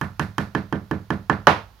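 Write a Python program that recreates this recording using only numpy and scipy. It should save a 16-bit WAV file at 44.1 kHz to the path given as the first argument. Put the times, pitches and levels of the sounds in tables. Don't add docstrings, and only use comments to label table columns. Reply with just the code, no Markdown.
import sys
import numpy as np
from scipy import signal
from scipy.fft import rfft, irfft, next_fast_len
from scipy.io import wavfile

SR = 44100
rng = np.random.default_rng(int(sys.argv[2]) if len(sys.argv) > 2 else 0)


def wav_out(sig):
    wavfile.write(sys.argv[1], SR, np.round(np.clip(np.atleast_2d(sig).T, -1, 1) * 32767).astype(np.int16))


N = 79380
SIZE = 32768
T = np.arange(SIZE) / SR
F = np.fft.rfftfreq(SIZE, 1 / SR)


# (time [s], gain at each of the five TONE_HZ [dB], push gain [dB])
BLOWS = [(0.0121, -1.5, -9, 0.5, -3.5, 0.5, -6), (.195, 0, -4, 0, 3.5, 4.5, -0.5),
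         (.381, -1, -2, 0.5, 3.5, 3.5, -1.5), (0.5491, -1.5, 1.5, -1, 2, -4.5, -0.5),
         (0.7249, -1, 2, -3, -5.5, -9.5, -3), (.911, -1, 2, -4, -6, -8.5, -2.5),
         (1.1033, 0, 2, -1, -2, -4, -1.5), (1.2967, 1.5, 2.5, 7, 3, -3, 1), (1.4695, 1.5, 4, 8, 2, 0, -0.5)]
TONE_HZ = (170, 330, 1100, 4030, 11000)
CLACK_RISE_S, ROOM_RISE_S, ROOM_DELAY_S = 0.00077, 0.009, 0.004

def taps():
    out = np.zeros((2, N))
    room = decaying_noise(ROOM_DECAY, ROOM_RISE_S)
    contact = decaying_noise(CLACK_DECAY, CLACK_RISE_S)
    for onset, *gains_db, push_db in BLOWS:
        tone = list(zip(TONE_HZ, gains_db))
        mid, side = clack(contact)
        mid = mid + amp(push_db) * plug_push() + boom()
        mid = mid + delayed(hammer_ring() + wall_ring(), delay_s=0.000816)
        add(out, onset, colour(stereo([mid, side], DIRECT_SIDE, DIRECT_BALANCE), tone))
        for delay_s, db in EARLY_REFLECTIONS:
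            add(out, onset + delay_s, amp(db) * colour(reflection(), tone))
        add(out, onset + ROOM_DELAY_S, colour(reverberation(room), tone))
    return out


# (frequency [Hz], level [dB])
CLACK_SPECTRUM = [(30, -20.5), (100, -18), (400, 6), (650, 6), (950, 11.5), (1750, 11), (2050, 0),
                  (3100, 0), (3500, -9), (6700, -12.5), (7800, -27), (11500, -16.5), (16000, -31)]
# (frequency [Hz], T60 [s])
CLACK_DECAY = [(500, 0.056), (1700, .025), (4000, 0.024), (10000, 0.0068)]

def clack(contact):
    fresh = decaying_noise(CLACK_DECAY, CLACK_RISE_S)
    return colour(vary(contact, fresh, ratio=0.35), CLACK_SPECTRUM)


def plug_push(hz=1106, peak_s=0.002093, width_s=0.00063):
    t = T - peak_s
    return amp(-11.5) * np.exp(-(t / width_s) ** 2 / 2) * np.cos(2 * np.pi * hz * t)


# (frequency [Hz], level [dB], T60 [s])
HAMMER_MODES = [(960, -32, 0.014), (1214, -32, 0.0208), (1432, -28.5, 0.042), (1555, -30.5, 0.13),
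                (1733, -22, 0.071), (1817, -35.5, .06), (2574, -35, .03), (2830, -31.5, 0.022),
                (3188, -35.5, .04), (5170, -45.5, .018), (6645, -43, 0.015), (9200, -45.5, 0.02),
                (11300, -43, 0.021)]

def hammer_ring():
    return damped_modes(HAMMER_MODES, rise_s=0.0011, spread_db=2.5)


# (frequency [Hz], level [dB], T60 [s])
BOOM_MODES = [(57.3, -36, 0.39), (87.56, -26, 0.41), (105.23, -32.5, 0.51), (127.5, -13, 0.12),
              (145.5, -14, 0.15), (150, -23.5, 0.081), (182.7, -19.5, .18), (199.25, -16, 0.23),
              (221.9, -14, .11), (276.5, -8.5, 0.067), (308.5, -7.5, 0.07), (329, -17, 0.094),
              (368.3, -21, 0.091), (431, -18.5, 0.099)]
# (frequency [Hz], gain [dB])
BOOM_LOW_CUT = [(20, -19.5), (45, -7), (80, 0)]
# (delay [s], amplitude [ratio])
FAR_RETURNS = [(.0382, 0.27), (0.0881, 0.087)]

def boom():
    modes = damped_modes(BOOM_MODES, rise_s=0.015, spread_db=1.25)
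    trimmed = colour(modes, BOOM_LOW_CUT)
    return trimmed + sum(gain * delayed(trimmed, delay_s) for delay_s, gain in FAR_RETURNS)


# (frequency [Hz], level [dB], T60 [s])
WALL_MODES = [(436, -43, 0.11), (574.6, -39, 0.23), (586.2, -36, .15), (627, -50.5, .15), (780, -40, 0.207),
              (889, -46, .15), (1025, -32.5, .14), (1052, -38.5, .15), (1131, -40.5, 0.15),
              (1230, -39, 0.16), (1337, -43, .18), (1470, -41, 0.1), (2207, -56.5, .14),
              (3855, -65.5, 0.15)]

def wall_ring():
    return damped_modes(WALL_MODES, rise_s=0.0034, spread_db=1.2)


# (frequency [Hz], level [dB])
SLAM_SPECTRUM = [(30, -19), (100, 13.5), (300, 19.5), (500, 26.5), (950, 36), (1700, 30), (2100, 18.5),
                 (3300, 16.5), (5000, 7), (8000, -14), (11000, -6), (16000, -21.5)]
SLAM_REVERB_SPECTRUM = [(30, -8), (100, 19), (280, 18.5), (430, 29), (650, 29.5), (1050, 33), (1700, 24),
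                        (2100, 20), (3000, 16), (5000, 5.5), (6500, -2.5), (8000, -14), (11500, -12),
                        (16000, -24.5)]
# (frequency [Hz], T60 [s])
SLAM_DECAY = [(500, .05), (1500, 0.025), (4000, 0.023), (10000, 0.02)]

def slam(onset=1.4698):
    out = np.zeros((2, N))
    mid, side = colour(decaying_noise(SLAM_DECAY, rise_s=0.00038), SLAM_SPECTRUM)
    mid = mid + amp(15.5) * wall_ring()
    add(out, onset, stereo([mid, side], DIRECT_SIDE, ROOM_BALANCE))
    tail = colour(decaying_noise(ROOM_DECAY, rise_s=0.003), SLAM_REVERB_SPECTRUM)
    add(out, onset + ROOM_DELAY_S, stereo(tail, ROOM_SIDE, ROOM_BALANCE))
    return out


# (delay [s], gain [dB])
EARLY_REFLECTIONS = [(.019, -13), (.029, -11)]
# (frequency [Hz], level [dB])
SCATTER_SPECTRUM = [(30, -22), (400, 1.5), (950, 8), (1750, 8.5), (2200, -1), (3300, -0.5), (4200, -18.5),
                    (8000, -23), (16000, -33)]
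# (frequency [Hz], T60 [s])
SCATTER_DECAY = [(500, 0.044), (4000, 0.037)]

def reflection():
    scattered = colour(decaying_noise(SCATTER_DECAY, rise_s=0.003), SCATTER_SPECTRUM)
    return stereo(scattered, ROOM_SIDE, ROOM_BALANCE)


# (frequency [Hz], level [dB])
REVERB_SPECTRUM = [(30, -18), (150, -3), (300, 6.5), (550, 13), (1300, 8.5), (1750, 8), (2000, 1.5),
                   (3100, -11.5), (4000, -9.5), (6500, -20), (8000, -27), (12000, -24), (16000, -41.5)]
# (frequency [Hz], T60 [s])
ROOM_DECAY = [(100, 0.46), (400, 0.24), (1200, .26), (4000, 0.29), (12000, 0.31)]

def reverberation(room):
    fresh = decaying_noise(ROOM_DECAY, ROOM_RISE_S)
    tail = colour(vary(room, fresh, ratio=0.28), REVERB_SPECTRUM)
    return stereo(tail, ROOM_SIDE, ROOM_BALANCE)


# (frequency [Hz], level [dB])
AMBIENT_SPECTRUM = [(20, -11.5), (35, -4), (58, 9), (90, 0), (150, -8), (400, -21.5), (1000, -15),
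                    (1900, -22), (2600, -24), (4200, -24), (6500, -30), (8000, -38), (13000, -30.5),
                    (16000, -33.5)]

def room_tone():
    gain = amp(along(AMBIENT_SPECTRUM, np.fft.rfftfreq(N, 1 / SR)))
    noise = irfft(rfft(rng.standard_normal((2, N))) * gain, N)
    return amp(-54) * stereo(noise / noise.std(), ROOM_SIDE, ROOM_BALANCE)


# (frequency [Hz], left minus right [dB])
DIRECT_BALANCE = [(100, -5.5), (500, -7), (1100, -8), (2000, -9.5), (4000, -5), (9000, -21.5), (14000, -12)]
ROOM_BALANCE = [(100, -4.5), (600, -5), (1200, -8), (4000, -7.5), (12000, -2.5)]
# (frequency [Hz], side gain relative to mid [dB])
DIRECT_SIDE = [(100, -26.5), (350, -20.5), (1200, -13), (4000, -2.5), (12000, -8)]
ROOM_SIDE = [(40, -9), (100, -12), (300, -15.5), (550, -9.5), (1200, -2), (2500, -4), (12000, -2)]

def stereo(pair, width, balance):
    length = len(pair[0])
    hz = np.fft.rfftfreq(length, 1 / SR)
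    mid, side = rfft(pair)
    side = side * amp(along(width, hz))
    lean = amp(along(balance, hz))
    return irfft(np.array([(mid + side) * lean, mid - side]) * 2 / (1 + lean), length)


def damped_modes(modes, rise_s, spread_db):
    gains = amp(spread_db * rng.standard_normal(len(modes)))
    x = sum(gain * amp(db) * np.exp(-np.log(1000) * T / t60) * np.sin(2 * np.pi * hz * T)
            for gain, (hz, db, t60) in zip(gains, modes))
    return x * (1 - np.exp(-T / rise_s))


def decaying_noise(decay, rise_s):
    hz, t, bands = signal.stft(rng.standard_normal((2, SIZE)), SR, nperseg=128)
    t60 = np.maximum(along(decay, hz), 0.003)[:, None]
    bands = bands * amp(-60 * t / t60) / np.sqrt(t60)
    x = signal.istft(bands, SR, nperseg=128)[1][:, :SIZE]
    x = x * (1 - np.exp(-T / rise_s))
    return x / np.linalg.norm(x, axis=1, keepdims=True)


def colour(x, points):
    cepstrum = irfft(np.log(amp(along(points, F))))
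    cepstrum[1:SIZE // 2] *= 2
    cepstrum[SIZE // 2 + 1:] = 0
    return irfft(rfft(x) * np.exp(rfft(cepstrum)))


def vary(same, fresh, ratio):
    return (same + ratio * fresh) / np.hypot(1, ratio)


def amp(db):
    return 10 ** (np.asarray(db) / 20)


def along(points, hz):
    knots_hz, values = np.transpose(points)
    return np.interp(np.log(hz + 1), np.log(knots_hz + 1), values)


def delayed(x, delay_s):
    return np.interp(T - delay_s, T, x, left=0)


def add(track, onset, x):
    start = max(round(onset * SR), 0)
    track[:, start:start + SIZE] += x[:, :N - start]


def scene():
    return taps() + slam() + room_tone()


def record(dry):
    hardness, top_hz = 10, 16300
    clipped = dry / (1 + np.abs(dry) ** hardness) ** (1 / hardness)
    padded = next_fast_len(N + SIZE)
    passband = np.fft.rfftfreq(padded, 1 / SR) < top_hz
    return irfft(rfft(clipped, padded) * passband, padded)[:, :N]


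dry = scene()
out = record(dry)
wav_out(out)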